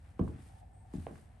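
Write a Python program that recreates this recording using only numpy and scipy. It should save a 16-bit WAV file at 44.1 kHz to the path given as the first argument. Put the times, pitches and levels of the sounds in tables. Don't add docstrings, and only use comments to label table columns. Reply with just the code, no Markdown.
import sys
import numpy as np
from scipy import signal
from scipy.fft import rfft, irfft
from scipy.io import wavfile

SR = 44100
rng = np.random.default_rng(int(sys.argv[2]) if len(sys.argv) > 2 else 0)


def wav_record(signal):
    frames = np.transpose(np.atleast_2d(signal))
    bounded = np.clip(frames, -1, 1)
    quanta = np.round(bounded * 32767).astype(np.int16)
    wavfile.write(sys.argv[1], SR, quanta)


N = 61739
T = np.arange(N) / SR
HZ = np.fft.rfftfreq(2 * N, 1 / SR)

# (frequency [Hz], relative density [dB])
AIR_SPECTRUM = [(20, -20.5), (40, -6.5), (60, 2), (100, 2), (140, -9.5), (220, -15), (400, -26.5),
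                (700, -20), (1200, -33), (1800, -32.5), (3000, -41.5), (6000, -48), (9000, -44.5),
                (13000, -45.5)]
# (frequency [Hz], correlation [-])
AIR_CORRELATION = [(60, 1), (150, 0.94), (300, 0.81), (550, 0.3), (1000, 0.28), (3000, 0.61), (9000, 0.53)]
# (time [s], level [dB])
WHINE_ENVELOPE = [(0, -78), (.42, -76.5), (.5, -64.5), (.65, -65.5), (.81, -66.5), (.94, -64.5), (1.1, -72),
                  (1.4, -74.5)]
# (frequency [Hz], nominal width [Hz], relative level [dB])
WHINE_PEAKS = [(756, 85, 4.5), (894.4, 43, -3.5), (1768, 61, -13.5)]
# (time [s], level [dB])
RUB_ENVELOPE = [(0, -79), (.06, -68.5), (.13, -74), (.25, -72), (.36, -65.5), (.45, -69), (.6, -72.5),
                (.7, -87), (.85, -84.5), (.96, -65), (1.06, -69.5), (1.17, -67), (1.25, -74.5),
                (1.4, -74.5)]
SWISH_ENVELOPE = [(0, -80), (.11, -76), (.17, -85), (.21, -76.5), (.25, -68), (.36, -75.5), (.43, -65),
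                  (.52, -71), (.6, -72), (.66, -94), (.89, -78), (.925, -74), (.95, -64.5), (1.03, -64.5),
                  (1.1, -70.5), (1.18, -66), (1.24, -72), (1.3, -81.5)]
# (frequency [Hz], relative density [dB])
RUB_SPECTRUM = [(200, -7), (600, -1), (1700, 2.5), (2800, -5.5), (4500, -12.5), (9000, -25)]
SWISH_SPECTRUM = [(1000, -16), (2800, -0.5), (4500, -1.5), (6500, -1), (9000, 1.5), (13000, -1)]
# (frequency [Hz], correlation [-])
FRICTION_CORRELATION = [(300, 0.17), (2000, 0.42), (5000, 0.66), (10000, 0.45)]
# (time [s], relative level [dB], low corner [Hz],
# high corner [Hz], group delay at 1 kHz [ms], scatter gain [dB], ring gain [dB], left minus right [dB])
FOOT_CONTACTS = [(0.1909, -17.5, 160, 421, 3.3, -2.5, -3, -2.5), (.1924, -31, 870, 1005, 1.8, -0.5, 9, -6),
                 (.1920, -53, 1980, 2700, 1.15, 3, -10, 2), (.2100, -9.5, 49, 220, 1.595, -10, -8.5, 0),
                 (0.2507, -17, 53.7, 134, 1.32, -4, -8, 1.5),
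                 (0.2763, -46.5, 404, 1340, 1.41, -4, 11, -2.5),
                 (0.343, -32, 44.7, 220, 1.644, -13, -1, -1), (0.9329, -22, 163, 301, 4.727, -9, -6.5, 1),
                 (.9345, -48, 680, 880, 3.09, -1.5, 18, -9), (.9525, -20.5, 50.3, 221, 1.787, -11, -8, 2),
                 (0.982, -20, 43.6, 175, 1.45, -7, -11.5, -0.5),
                 (1.0612, -29.5, 49.3, 156, 1.64, -9, -8, -1),
                 (1.0661, -29.5, 390, 740, 2.08, -6, -2.5, -5),
                 (1.0670, -46.5, 1700, 2480, 1.4, -21, -17, 2),
                 (1.0749, -58.5, 890, 2240, 1.4, 10, -18, -3.5),
                 (1.1080, -32.5, 111, 280, 1.75, -5.5, -3.5, -0.5),
                 (1.1360, -31.5, 49.7, 189, 1.47, -4, -8.5, 1), (1.156, -54, 1300, 2100, 1.44, -4, -2, -4)]
# (frequency [Hz], width [Hz], gain [dB])
BOARD_RESONANCES = [(428, 197, -3), (650, 110, -7), (745, 123, 5), (1034, 92, 7.5), (1132, 135, 1),
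                    (1572, 68, 4.5), (2990, 240, -1.5)]
# (frequency [Hz], correlation [-])
SCATTER_CORRELATION = [(60, 0.88), (300, 0.6), (550, 0.61), (1000, -0.12), (2000, 0.41), (9000, -0.9)]
# (frequency [Hz], 60 dB decay time [s])
SCATTER_DECAY = [(50, 0.22), (150, 0.46), (350, 0.41), (700, 0.27), (1500, 0.18), (4000, .16),
                 (12000, 0.075)]
# (frequency [Hz], relative level [dB], 60 dB decay time [s])
DECK_MODES = [(63, -3.5, 0.6), (79.8, 1, 0.44), (96.3, -6, 0.31), (126.5, -7.5, 0.37), (151, -4, 0.22),
              (176.2, -7, 0.2), (220, -1.5, 0.3), (247.7, -6, 0.38), (280, -0.5, 0.32), (309, -9.5, 0.47),
              (350.9, -1.5, 0.42), (451.3, -11, 0.48), (625, -17, 0.4), (834, -12.5, 0.26)]
# (time [s], level [dB], 60 dB decay time [s])
GRIT_BURSTS = [(0.1937, -58, 0.03), (0.2805, -61, .04), (0.462, -72, 0.6), (0.936, -60, 0.13),
               (0.959, -63, 0.03)]
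# (frequency [Hz], relative density [dB])
GRIT_SPECTRUM = [(800, 4), (2500, 6.5), (5000, -1), (9000, -1), (13000, -4)]
# (frequency [Hz], width [Hz], relative level [dB])
BIRD_PEAKS = [(8060, 530, -0.083), (8720, 560, -0.87)]
# (frequency [Hz], gain [dB])
MID_RESPONSE = [(20, 2.5), (7000, -3.5), (8800, 2.5), (9700, -3), (10300, -13), (10900, -1), (11800, -9),
                (13000, -20)]
SIDE_RESPONSE = [(20, 4.5), (7700, -2.5), (8500, -3.5), (9400, 7), (10600, 9), (11400, -1), (12000, -41)]
BALANCE_RESPONSE = [(100, 0), (350, 1.5), (900, 1), (2000, 2.5), (4000, 5), (8000, 1), (12000, -0.5)]


def amp(db):
    return 10 ** (np.asarray(db) / 20)


def unit(x):
    return x / np.sqrt(np.mean(x ** 2) + 1e-20)


def log_interp(points, hz):
    f, value = np.transpose(points)
    return np.interp(np.log(hz + 1), np.log(f + 1), value)


def response(points):
    return amp(log_interp(points, HZ))


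def envelope(points):
    return amp(np.interp(T, *np.transpose(points)))


def bands(rows):
    return sum(amp(db) / (1 + (2 * (HZ - hz) / width) ** 2) for hz, width, db in rows)


def colour(x, gain):
    return irfft(rfft(x, 2 * N) * gain)[..., :N]


def flutter(rate_hz):
    return unit(colour(rng.standard_normal(N), 1 / (1 + (HZ / rate_hz) ** 4)))


def stereo_noise(correlation, gain=1):
    a, b = rfft(rng.standard_normal((2, 2 * N)))
    likeness = np.clip(log_interp(correlation, HZ), -.999, .999)
    mid, side = a * np.sqrt(1 + likeness), b * np.sqrt(1 - likeness)
    return unit(irfft(np.array([mid + side, mid - side]) * gain)[:, :N])


def whine(waver_db=4):
    tones = 0
    for hz, width, db in WHINE_PEAKS:
        swell = amp(db + waver_db * flutter(rate_hz=13))
        tones += swell * stereo_noise(AIR_CORRELATION, bands([(hz, width, 0)]) ** 1.08)
    return envelope(WHINE_ENVELOPE) * unit(tones)


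def air(level_db=-56):
    return amp(level_db) * stereo_noise(AIR_CORRELATION, response(AIR_SPECTRUM))


def clothes(grain_db=1.7):
    rustle = 0
    for stride, spectrum in [(RUB_ENVELOPE, RUB_SPECTRUM), (SWISH_ENVELOPE, SWISH_SPECTRUM)]:
        grains = amp(grain_db * flutter(rate_hz=170))
        friction = stereo_noise(FRICTION_CORRELATION, response(spectrum))
        rustle += envelope(stride) * unit(grains * friction)
    return rustle


def foot_contact(start, db, low_hz, high_hz, delay_ms, scatter_db, ring_db, pan_db):
    treble_cut = 1 / np.hypot(1, (HZ / high_hz) ** 4.45) + amp(-71)
    bass_cut = 1 / np.hypot(1, (low_hz / (HZ + 1)) ** 2.3)
    softness = 1 / (1 + 1j * HZ / high_hz)
    force = treble_cut * bass_cut * softness / abs(softness)
    bending_cycles = 2 * delay_ms / 1000 * np.sqrt(1000 * HZ)
    travel = np.exp(-2j * np.pi * (HZ * start + bending_cycles))
    impulse = T == 0
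    deck = impulse + amp(scatter_db) * deck_scatter() + amp(ring_db) * deck_ring()
    pan = amp([[pan_db / 2], [-pan_db / 2]])
    return amp(db + 28.5) * pan * colour(deck, force * board_response() * travel)


def board_response():
    return 1 + sum(amp(db) / (1 + 2j * (HZ - hz) / width) for hz, width, db in BOARD_RESONANCES)


def deck_scatter(rise_s=0.0046):
    hz, t, spectra = signal.stft(stereo_noise(SCATTER_CORRELATION), SR, nperseg=512)
    decay = amp(-60 * t / log_interp(SCATTER_DECAY, hz)[:, None])
    tail = signal.istft(spectra * decay, SR, nperseg=512)[1][:, :N]
    build_up = np.minimum(T / rise_s, 1) ** 2
    return tail * build_up / np.sqrt(SR * 0.017)


def deck_ring():
    return amp(-48) * sum((-1) ** k * amp(db - 60 * T / t60) * np.sin(2 * np.pi * hz * T)
                          for k, (hz, db, t60) in enumerate(DECK_MODES))


def grit():
    bursts = sum((T >= start) * amp(db - 60 * abs(T - start) / t60) for start, db, t60 in GRIT_BURSTS)
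    return bursts * stereo_noise(FRICTION_CORRELATION, response(GRIT_SPECTRUM))


def bird(start_s=0.73, length_s=0.15, attack_s=0.0054, release_s=0.075, trill_hz=88, depth=0.17):
    t = T - start_s
    shape = np.clip(t / attack_s, 0, 1) * np.clip((length_s - t) / release_s, 0, 1)
    trill = 1 - depth * np.cos(2 * np.pi * trill_hz * t)
    return amp(-78) * shape * trill * stereo_noise(AIR_CORRELATION, bands(BIRD_PEAKS))


def scene():
    distant = whine() + air() + bird()
    return distant + clothes() + grit() + sum(foot_contact(*row) for row in FOOT_CONTACTS)


def record(dry, cutoff_hz=12950):
    mid = colour((dry[0] + dry[1]) / 2, response(MID_RESPONSE))
    side = colour((dry[0] - dry[1]) / 2, response(SIDE_RESPONSE))
    lean = np.sqrt(response(BALANCE_RESPONSE))
    stereo = colour(np.array([mid + side, mid - side]), np.array([lean, 1 / lean]))
    low_pass = signal.firwin(511, cutoff_hz, window=("kaiser", 9), fs=SR)
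    return signal.oaconvolve(stereo, low_pass[None], "same")


dry = scene()
out = record(dry)
wav_record(out)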